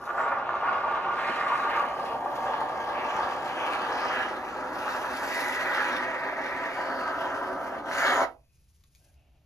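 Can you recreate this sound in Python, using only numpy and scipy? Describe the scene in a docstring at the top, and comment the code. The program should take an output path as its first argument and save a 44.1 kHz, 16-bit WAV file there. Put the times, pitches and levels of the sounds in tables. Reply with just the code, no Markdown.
"""In a bare brick room, expanding foam is squirted from a can through a straw into the gap under a window.
Random bubble bursts, shaped by resonances, sputter in the gap and in a pocket of the growing bead.
Crackling noise makes the propellant hiss; narrow noise bands make whistles, and single pops spit.
After a last strong blast the valve shuts; the trigger ticks, the can rings faintly and a sleeve rustles.
The window recess, brick echoes and a wide stereo image shape the sound, over a low rumble."""
import sys
import numpy as np
from scipy import signal
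from scipy.fft import rfft, irfft, next_fast_len
from scipy.io import wavfile
from scipy.ndimage import uniform_filter1d

SR = 44100
rng = np.random.default_rng(int(sys.argv[2]) if len(sys.argv) > 2 else 0)


def digitize_waveform(pressure):
    """Quantize a signal to 16-bit integers and store it at the path in sys.argv[1].

    Rows of a 2-D input are taken as channels; values are limited to [-1, 1].
    """
    field = np.atleast_2d(pressure).T
    bounded = np.clip(field, -1, 1)
    quanta = np.round(bounded * 32767).astype(np.int16)
    wavfile.write(sys.argv[1], SR, quanta)


N = 416956
TIME = np.arange(N) / SR  # seconds
FRAME, HOP = 1024, 256  # short-time spectra (samples)
BINS = np.fft.rfftfreq(FRAME, 1 / SR)[:, None] + 1e-3  # Hz, kept just above zero

# rumble of the building: pitch_hz, level_db (per Hz)
AIR = [(15, -88), (35, -93), (52, -80.5), (70, -77), (95, -87), (140, -89), (220, -104.5), (400, -109),
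       (1000, -117), (3000, -118), (15000, -126)]
# how long the room rings: pitch_hz, time to fall by 60 dB (s)
ROOM_T60 = [(120, 0.33), (400, 0.32), (900, .23), (1600, 0.16), (3000, .19), (7000, 0.16), (15000, 0.28)]
# pitches the window recess lifts or cancels; they drift, swell and fade as straw and microphones move:
# pitch_hz at 0 s, drift_hz_per_s, width_hz, level_db, strongest_s, fading_s
RECESS = [(256.6, 0.5, 36, 8.5, 5, 20), (373, 0, 30, 4.5, 4.1, 5.4), (419, 2.5, 65, -4, 4.4, 8.2),
          (598, 6.5, 72, 3, 7.9, 1.5), (595, 24.5, 95, -7.5, 5.3, 3), (798, 0, 51, 4, 4, 2.9),
          (895, -2, 61, 5, 2.85, .7), (940, 6, 29, 5.5, 6, 2), (1007, 11.5, 55, -9.5, 4, 17),
          (1170, 11.5, 135, 3.5, 5.2, 11), (1312, 1, 96, -13.5, 1.9, 1.9), (1440, -19, 98, 4.5, 0.47, 1.2),
          (1544, -24.5, 150, -7.5, 1.8, 2), (1560, 2.5, 41, 6.5, 7.7, 3.2), (1653, 0, 113, 6, 2.83, 0.75),
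          (1770, 2, 110, 1.5, 0.76, .6), (1988, -14, 65, 4.5, 5.9, 2.4), (2224, -1.5, 110, 6.5, 8.15, 0.27),
          (2450, 0, 330, -4, 8, .7), (6000, 0, 660, -5.5, 1.4, 1.7)]
# stereo phase by pitch: left and right agree in the bass and oppose each other near 8 kHz
# and above 14 kHz: pitch_hz, phase (radians)
STEREO_PHASE = [(0, 0), (1100, 0), (1500, .3), (2200, 1.4), (3200, 2.9), (4400, 5.0), (6400, 5.6),
                (7300, 4.3), (7900, 3.2), (8700, 3.1), (9400, 2.1), (10500, .1), (12800, 0), (14300, -3),
                (16000, -3.1)]
# how alike left and right are: pitch_hz, likeness (0-1)
STEREO_LIKENESS = [(60, .94), (300, 0.94), (1100, 0.82), (2000, 0.73), (4500, 0.57), (7000, 1), (15000, 1)]
# stereo balance: pitch_hz, left minus right (dB)
STEREO_BALANCE = [(100, -0.1), (350, 1), (700, -1), (1100, 0.5), (1750, -3), (2400, -1.5), (3000, 3),
                  (5500, 4), (8000, 0)]
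# direction of the sound: as the microphones turn, the jet drifts to one side; the later handling comes from
# near the middle: # start_s, share of the full phase
DIRECTION = [(1.3, 0.52), (2.6, 0.89), (4.3, 1.04), (8.4, 1.01), (8.55, .1)]
DIRECTION_BELOW_HZ = 5500  # the phase share is applied below this pitch; above it the phase stays fixed
CUTOFF_HZ = 15750  # top of the recorder's range

# soft knocks of the can and arm against the sill: start_s, peak level_db, pitch_hz
KNOCKS = [(1.295, -25, 287), (3.152, -37, 110), (3.24, -44, 65)]
# ticks of the released trigger: start_s, peak level_db (before a shared offset), crumble (0-1),
# ring of the can (dB)
TICKS = [(8.8076, -53, .1, 8), (8.837, -44.5, .2, 14), (8.9493, -38.5, 0.04, -12), (8.956, -48, .25, -12),
         (9.1405, -55, .2, -12)]
# ringing parts of the trigger: pitch_hz, width_hz, level_db
TRIGGER = [(2450, 560, 5), (4080, 3700, 4.5), (6300, 1900, 1), (11100, 4000, -2)]
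CAN_HZ, CAN_WIDTH_HZ = 1130, 110
# movement after the jet: start_s, sleeve rubbing level_db, body shuffling level_db
MOVES = [(8.298, -79, -100), (8.48, -82, -100), (8.54, -72, -100), (8.701, -74.5, -98), (8.9, -76, -99.5),
         (8.98, -68, -82), (9.07, -68.5, -69), (9.18, -82.5, -73.5), (9.3, -92, -72), (9.45, -90, -72.5)]
# tone of the sleeve, only relative: pitch_hz, level_db (per Hz)
SLEEVE = [(300, -19.5), (1500, -13), (2500, -0.5), (3300, -2.5), (5000, 3), (10000, 4), (16000, -11.5)]
# tone of the shuffling, only relative: pitch_hz, width_hz, level_db
SHUFFLE = [(300, 180, 0), (646, 220, 1.5), (1590, 300, -15.5), (2620, 990, -9.5)]

# narrow fuzzy bands: whistles of gas, then a faint ring of the can and squeaks of the rustling sleeve:
# start_s, end_s, pitch_hz, width_hz, rms level_db (before the fades)
NARROW_BANDS = [(0.15, 0.28, 7500, 600, -60), (1.078, 1.738, 7700, 1300, -62),
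                (5.25, 5.86, 1960, 170, -36.5), (5.794, 6.78, 1870, 150, -40.5),
                (7.901, 8.276, 6720, 503, -46.5), (8.2, 8.722, 2540, 220, -83), (9, 9.119, 1584, 130, -78),
                (9.127, 9.3, 2650, 400, -80)]
# low flutter under the sputter: start_s, rms level_db
FLUTTER = [(0, -64), (0.6, -57), (1.5, -60.5), (2.1, -57), (3.3, -58.5), (4.4, -64)]
# large bubbles that spit out of the straw: start_s, peak level_db (before a shared offset), pitch_hz
SPITS = [(0.177, -22, 1180), (0.491, -11.5, 1110), (1.838, -18, 1100), (2.04, -19.5, 880),
         (2.258, -19.5, 830), (2.614, -17.5, 910), (2.982, -19, 860), (3.907, -20, 780), (5.299, -32, 4410),
         (5.392, -19, 1920), (7.912, -18, 1580)]
# plugs of froth that surge through the straw: start_s, end_s, pitch_hz, width_hz,
# rms level_db (before the fades)
SURGES = [(0.061, 0.123, 1220, 864, -34), (0.172, 0.37, 2070, 800, -46), (0.625, 0.708, 1105, 810, -26.5),
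          (1.17, 1.57, 1830, 1080, -36.5), (1.483, 1.555, 1080, 604, -25.5),
          (1.686, 1.787, 1890, 1100, -37.5), (2.044, 2.168, 2700, 1410, -53),
          (2.453, 2.6, 2900, 1300, -47.5), (2.52, 2.558, 1000, 1200, -30.5),
          (2.94, 3.067, 2200, 1390, -41.5), (3.176, 3.243, 980, 710, -30), (3.57, 3.79, 2450, 1000, -44.5),
          (3.91, 4.128, 5060, 2200, -50.5), (4.07, 4.29, 2930, 500, -44.5),
          (4.096, 4.25, 1670, 1000, -36.5), (4.805, 4.95, 2530, 500, -48), (5.677, 5.89, 1490, 600, -35),
          (6.76, 7.12, 4550, 900, -55), (8.043, 8.14, 3280, 2200, -36.5)]
SURGE_EDGE_S = 0.0179  # a surge starts and stops this quickly

SHUT_S, SHUT_TIME = 8.236, 0.035  # the valve starts to close (s), and takes this long (s)
# the finger on the trigger meters the foam: start_s, flow (dB)
FLOW = [(0, -8.5), (.13, -2.5), (.19, 1.8), (.34, 1.8), (.44, -1), (.72, 2.4), (1.3, 1.4), (1.53, 2.5),
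        (1.83, 2.5), (1.88, -1), (2.14, -1), (2.19, -3.5), (2.32, -2), (2.46, .8), (2.7, -1.5), (3.22, 1),
        (3.42, -2), (3.65, 1), (4.22, 0.65), (4.38, -3.4), (4.55, -2.4), (4.93, 0), (5.15, -1.5),
        (5.8, 1.3), (6.15, -1.4), (7.15, -0.04), (7.45, -.8), (7.56, -2.8), (7.66, -1.2), (7.78, -1.8),
        (7.815, -8.5), (7.86, -3.6)]
# dB of level per dB of flow: the pocket and the gas react more than the gap
GAP_FOLLOWS, POCKET_FOLLOWS, GAS_FOLLOWS = 1, 3.07, 1.39
# as the gap fills, its pitch mostly sinks and the straw gurgles more:
# start_s, gap pitch_hz, gap sputter level_db (per Hz, at a flow of 0 dB), gurgle level_db (per Hz)
FILLING = [(0, 930, -59.5, -74), (1.5, 830, -63, -70.5), (2.1, 743, -58, -70.5), (4.5, 774, -60, -67),
           (7, 730, -60.5, -68.5), (8.2, 770, -60, -66)]
POCKET_DB = -63  # ring of the foam pocket at a flow of 0 dB (dB per Hz)
# the pocket in the bead shrinks and opens as the straw moves on: start_s, pitch_hz
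POCKET_PITCH = [(.1, 1325), (.6, 1097), (1.7, 1260), (2.1, 1050), (3.05, 1100), (3.7, 1170), (4.3, 1430),
                (5.0, 1390), (5.38, 1730), (5.85, 1550), (6.1, 1780), (6.68, 1800), (6.95, 1390),
                (7.6, 1270), (8.05, 1540)]
# propellant slipping past the foam, at a flow of 0 dB: start_s, hiss level_db (per Hz)
GAS = [(0, -90), (.3, -102.5), (1.079, -100), (1.22, -95), (1.8, -96.5), (2.1, -92), (2.25, -95.5),
       (2.31, -90.5), (2.42, -93.5), (2.85, -93.5), (3.12, -91), (4.3, -90), (4.66, -94), (4.9, -86),
       (5.08, -88), (5.36, -79.5), (5.55, -87), (5.88, -86.5), (6.12, -93.5), (6.9, -92.5), (7.801, -95)]
# the hiss is brighter when the straw's tip is clear of the foam: start_s, slope (dB per octave)
HISS_SLOPE = [(0, -5.5), (.5, -18), (1.7, -13.5), (2.3, -9), (3.1, -13), (4.2, -13), (4.9, -8.5), (5.4, -8),
              (6, -12.5), (6.7, -11), (7.8, -9.5), (8.2, -10)]
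# the vent that the gas keeps open in the foam: start_s, pitch_hz
VENT_PITCH = [(1.4, 2890), (2.2, 3350), (4.2, 3200), (4.7, 2800), (6.65, 2830), (7, 3250)]
VENT_STRENGTH = .6  # height of its ring against the plain hiss
BLAST_S = 7.845  # the trigger is squeezed hard for a last blast
# the gas peaks first, then the pocket, then the gap: (rise time s, lift dB, sag dB per s)
BLAST_GAS, BLAST_POCKET, BLAST_GAP = (0.099, 19.2, 7), (0.18, 21.3, 33), (0.35, 12.7, 1.97)


def amp(db):
    """Turns decibels into gain."""
    return 10 ** (np.asarray(db) / 20)


def unit(x):
    """Scales to rms 1."""
    return x / np.sqrt(np.mean(x ** 2) + 1e-20)


def curve(points, t):
    """Reads a table of times and values, with straight lines between its points."""
    return np.interp(t, *np.transpose(points))


def read(points, hz):
    """Reads a table along a logarithmic frequency axis."""
    f, value = np.transpose(points)
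    return np.interp(np.log(hz + 1), np.log(f + 1), value)


def add(mix, s, sound):
    """Mixes a sound in at time s."""
    part = mix[max(round(s * SR), 0):][:len(sound)]
    part += sound[:len(part)]


def spectra(x):
    """Splits a sound into short-time spectra, bins by frames."""
    return signal.stft(x, nperseg=FRAME, noverlap=FRAME - HOP)[2]


def waveform(z):
    """Turns short-time spectra back into sound."""
    return signal.istft(z, nperseg=FRAME, noverlap=FRAME - HOP)[1][..., :N]


def coloured(x, response):
    """Filters by a response given as a function of Hz."""
    size = next_fast_len(len(x) + 4096)
    gain = response(np.fft.rfftfreq(size, 1 / SR) + 1e-3)
    return irfft(rfft(x, size) * gain, size)[:len(x)]


def resonance(f, centre_hz, q):
    """One damped resonance, gain 1 at its centre; a higher q is narrower and rings longer."""
    return 1 / (1 + 1j * q * (f / centre_hz - centre_hz / f))


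def body(f, modes):
    """Several resonances of an object sounding together."""
    return sum(amp(db) * resonance(f, hz, hz / width) ** 2 for hz, width, db in modes)


def wander(rate_hz):
    """Slow random ups and downs of rms 1: noise with its fast changes removed."""
    return unit(coloured(rng.standard_normal(N), lambda f: 1 / (1 + (f / rate_hz) ** 4)))


def patches(shape):
    """A random field over pitch and time, smooth over some 900 Hz and a tenth of a second; rms 1."""
    field = uniform_filter1d(rng.standard_normal(shape), size=21, axis=0)
    return unit(uniform_filter1d(field, size=17, axis=1))


def bursts(per_s, spread_db, smooth_share):
    """Bubbles of many sizes burst at random over smooth turbulence; 0 dB per Hz."""
    sizes = amp(spread_db * np.minimum(rng.exponential(1, N), 5))
    pops = sizes * rng.choice([-1, 1], N) * (rng.random(N) < per_s / SR)
    share = np.clip(smooth_share, 0, 1)
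    mixed = np.sqrt(1 - share) * unit(pops) + np.sqrt(share) * rng.standard_normal(N)
    return np.sqrt(SR / 2) * mixed


def blow(response, decay_s, crumble):
    """A sharp push and a short crumbling tail ring a body; peak 1."""
    t = np.arange(4096) / SR
    push = crumble * rng.standard_normal(len(t)) * np.exp(-t / decay_s)
    push[0] += 1
    ring = coloured(np.r_[np.zeros(48), push], response)
    ring[:32] *= np.hanning(64)[:32]  # fade in the silence before the push, to avoid a click
    return ring / abs(ring).max()


def air():
    """The low, steady rumble of the building: noise that is strongest in the bass."""
    return np.sqrt(SR / 2) * coloured(rng.standard_normal(N), lambda f: amp(read(AIR, f)))


def brick_tail():
    """Sparse echoes from bare brick, each band dying at its own speed; energy 1."""
    starts = np.arange(120, SR // 2, 20)
    taps = np.zeros(SR // 2 + 20)
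    # one echo at a random place in every stretch of 20 samples
    taps[starts + rng.integers(0, 20, len(starts))] = rng.choice([-1., 1.], len(starts))
    hz, t, z = signal.stft(taps, SR, nperseg=256)
    decay = 1000 ** (-t / read(ROOM_T60, hz)[:, None])
    even_decay = decay / np.linalg.norm(decay, axis=1, keepdims=True)
    tail = signal.istft(z * even_decay, SR, nperseg=256)[1]
    return tail / np.linalg.norm(tail)


def echoes(x, count=6):
    """The pattern of echoes shifts as the straw travels along the sill: tails blend one into the next."""
    travel = np.linspace(0, count - 1, N)
    nearness = (np.cos(np.pi / 2 * np.clip(travel - k, -1, 1)) for k in range(count))
    return sum(signal.oaconvolve(x * near, brick_tail())[:N] for near in nearness)


def recess(x):
    """The window recess rings at some pitches and cancels others; the pattern slides over time."""
    f, t, z = signal.stft(x, SR, nperseg=4096, noverlap=3072)
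    gain_db = 0
    for hz, drift, width, db, when, fade in RECESS:
        strength = np.exp(-((t - when) / fade) ** 2)
        distance = 1.38 * (f[:, None] - hz - drift * t) / width
        gain_db = gain_db + db * strength / (1 + distance ** 2) ** 2.28
    # give the gains the phase of a real ring, which only follows its cause
    log_gain = np.log(amp(np.vstack([gain_db, gain_db[-2:0:-1]])))
    causal = np.exp(np.conj(signal.hilbert(log_gain, axis=0)))[:len(f)]
    return signal.istft(z * causal, SR, nperseg=4096, noverlap=3072)[1][:N]


def stereo(one, other):
    """Makes left and right: they agree in the bass, and differ in phase, likeness and level by pitch."""
    a, b = spectra(one), spectra(other)
    alike = np.clip(read(STEREO_LIKENESS, BINS), 0, 1)
    lean = amp(read(STEREO_BALANCE, BINS) / 2)
    share = curve(DIRECTION, np.linspace(0, N / SR, a.shape[1]))
    phase = read(STEREO_PHASE, BINS) * np.where(BINS < DIRECTION_BELOW_HZ, share, 1)
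    right = (alike * a + np.sqrt(1 - alike ** 2) * 1j * b) * np.exp(-1j * phase)
    return waveform(np.array([a * lean, right / lean]))


def handling(tick_db):
    """Blows ring the can and trigger; uneven noise makes the cloth rub and the worker shift."""
    out = np.zeros(N)
    for s, db, hz in KNOCKS:
        knock = blow(lambda f: resonance(f, hz, q=0.83) ** 2, decay_s=0.0059, crumble=0.05)
        add(out, s, amp(db) * knock)
    for s, db, crumble, can_db in TICKS:
        modes = TRIGGER + [(CAN_HZ, CAN_WIDTH_HZ, can_db)]
        tick = blow(lambda f: body(f, modes), decay_s=0.0038, crumble=crumble)
        add(out, s, amp(db + tick_db) * tick)
    s, sleeve_db, shuffle_db = np.transpose(MOVES)
    rubbing = amp(2.5 * wander(rate_hz=25)) * bursts(per_s=1400, spread_db=-1.5, smooth_share=0.57)
    sleeve = unit(coloured(rubbing, lambda f: amp(read(SLEEVE, f))))
    shifting = amp(2.5 * wander(rate_hz=15)) * rng.standard_normal(N)
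    shuffle = unit(coloured(shifting, lambda f: body(f, SHUFFLE)))
    out += sleeve * amp(np.interp(TIME, s, sleeve_db))
    return out + shuffle * amp(np.interp(TIME, s, shuffle_db))


def flutter():
    """A low flutter of bass noise that swells and sinks until the valve starts to close."""
    low = unit(coloured(rng.standard_normal(N), lambda f: resonance(f, centre_hz=144, q=0.96) ** 2))
    return low * amp(curve(FLUTTER, TIME)) * (TIME < SHUT_S)


def narrow_bands():
    """Resonances narrow noise into fuzzy tones: gas whistles, then faint can ring and sleeve squeaks."""
    out = np.zeros(N)
    for start, end, hz, width, db in NARROW_BANDS:
        size = max(round((end - start) * SR), 64)
        noise = rng.standard_normal(2 * SR)[:size]
        tone = unit(coloured(noise, lambda f: resonance(f, hz, hz / width) ** 2))
        add(out, start, amp(db) * tone * signal.windows.tukey(len(tone), .5))
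    return out


def spits(level_db):
    """Single large bubbles pop in the gap, each a short damped ring."""
    out = np.zeros(N)
    for s, db, hz in SPITS:
        pop = blow(lambda f: resonance(f, hz, q=1.4) ** 2 / (1 + (f / hz / 1.7) ** 6),
                   decay_s=.002, crumble=.05)
        add(out, s, amp(db + level_db) * pop)
    return out


def surges():
    """Each plug of froth sputters in its own band and stops short."""
    out = np.zeros(N)
    froth = bursts(per_s=2100, spread_db=3.0, smooth_share=.35)
    for start, end, hz, width, db in SURGES:
        first = max(round(start * SR), 0)
        size = max(round((end - start) * SR), 64)
        sputter = unit(coloured(froth[first:][:size], lambda f: resonance(f, hz, hz / width) ** 3))
        fades = signal.windows.tukey(len(sputter), 2 * SURGE_EDGE_S * SR / size)
        add(out, start, amp(db) * sputter * fades)
    return out


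def blast(t, rise_s, lift_db, sag_db_per_s):
    """The last squeeze lifts a layer by some dB; it then sags as the pressure drops."""
    since = t - BLAST_S
    return lift_db * np.clip(since / rise_s, 0, 1) - sag_db_per_s * np.maximum(since - rise_s, 0)


def spurts(per_s, decay_s, share):
    """A gain of rms 1 that jumps each time a film of foam breaks, then dies away."""
    breaks = rng.exponential(1, N) * (rng.random(N) < per_s / SR)
    power = signal.lfilter([1], [1, -np.exp(-1 / (decay_s * SR))], breaks)
    share = np.clip(share, 0, 1)
    return np.sqrt(1 - share + share * power / power.mean())


def jet():
    """Uneven flow bursts bubbles into the gap and the foam pocket; escaping gas adds a crackling hiss."""
    valve = np.clip(1 - (TIME - SHUT_S) / SHUT_TIME, 0, 1) ** 2
    flow = valve * unit(amp(1.15 * wander(rate_hz=39)))
    in_gap = spectra(flow * bursts(per_s=1400, spread_db=2.0, smooth_share=0.33))
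    in_pocket = spectra(flow * bursts(per_s=1000, spread_db=2.0, smooth_share=0.27))
    in_straw = spectra(valve * bursts(per_s=900, spread_db=2.5, smooth_share=0.39))
    crackle = spurts(per_s=70, decay_s=.009, share=.33)
    gas = spectra(valve * crackle * bursts(per_s=3000, spread_db=3.3, smooth_share=.6))

    t = np.arange(gas.shape[1]) * HOP / SR
    flow_db = curve(FLOW, t)
    pocket_hz = curve(POCKET_PITCH, t)
    fill_s, *fill_columns = np.transpose(FILLING)
    gap_hz, sputter_db, gurgle_db = (np.interp(t, fill_s, column) for column in fill_columns)
    gap_db = sputter_db + GAP_FOLLOWS * flow_db + blast(t, *BLAST_GAP)
    pocket_db = POCKET_DB + POCKET_FOLLOWS * flow_db + blast(t, *BLAST_POCKET)
    gas_db = curve(GAS, t) + GAS_FOLLOWS * flow_db + blast(t, *BLAST_GAS)

    # the narrow gap radiates little bass, and the soft foam swallows the treble
    gap_edges = np.sqrt((1 + (BINS / 1400) ** 8) * (1 + (430 / BINS) ** 8))
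    gap = resonance(BINS, gap_hz, q=1.204) / gap_edges
    # the pocket rings with a main mode and a weak overtone
    pocket = resonance(BINS, pocket_hz, q=1.7) ** 2 / np.sqrt(1 + (BINS / pocket_hz / 1.48) ** 14)
    pocket = pocket + amp(-21.5) * resonance(BINS, 1.8 * pocket_hz, q=2.4) ** 2
    # foam gurgles down the straw, following the flow only a little
    straw = resonance(BINS, centre_hz=332, q=2.5) / (1 + (BINS / 600) ** 4)
    gurgle = amp(gurgle_db + 0.13 * (gap_db - sputter_db)) * straw
    drift_db = 1.84 * patches(gas.shape)  # openings in the foam keep changing the colour
    slope_db = curve(HISS_SLOPE, t) * np.log2(np.maximum(BINS, 1500) / 6000)
    hiss = amp(gas_db + drift_db + slope_db) / np.sqrt(1 + (2200 / BINS) ** 6)
    # the vent rings just below its pitch and cuts off just above it
    vent = 1 - 1j * VENT_STRENGTH * resonance(BINS, curve(VENT_PITCH, t), q=9.0)

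    foam = in_gap * gap * amp(gap_db) + in_pocket * pocket * amp(pocket_db) + in_straw * gurgle
    return waveform(foam + gas * hiss * vent)


def scene():
    """The foam sounds ring in the recess; everything echoes, and diffuse echoes set left and right apart."""
    source = recess(jet() + surges() + spits(level_db=1))
    source = source + flutter() + narrow_bands() + handling(tick_db=-4.0)
    wet = amp(-9)  # echoes against direct sound
    heard = (source + wet * echoes(source)) / np.hypot(1, wet)
    return stereo(heard + air(), echoes(source) + air())


def record(dry):
    """The recorder's steep band limit removes the highest treble."""
    low_pass = signal.firwin(511, CUTOFF_HZ, window=("kaiser", 9), fs=SR)
    return signal.oaconvolve(dry, low_pass[None], "same")


dry = scene()
out = record(dry)
digitize_waveform(out)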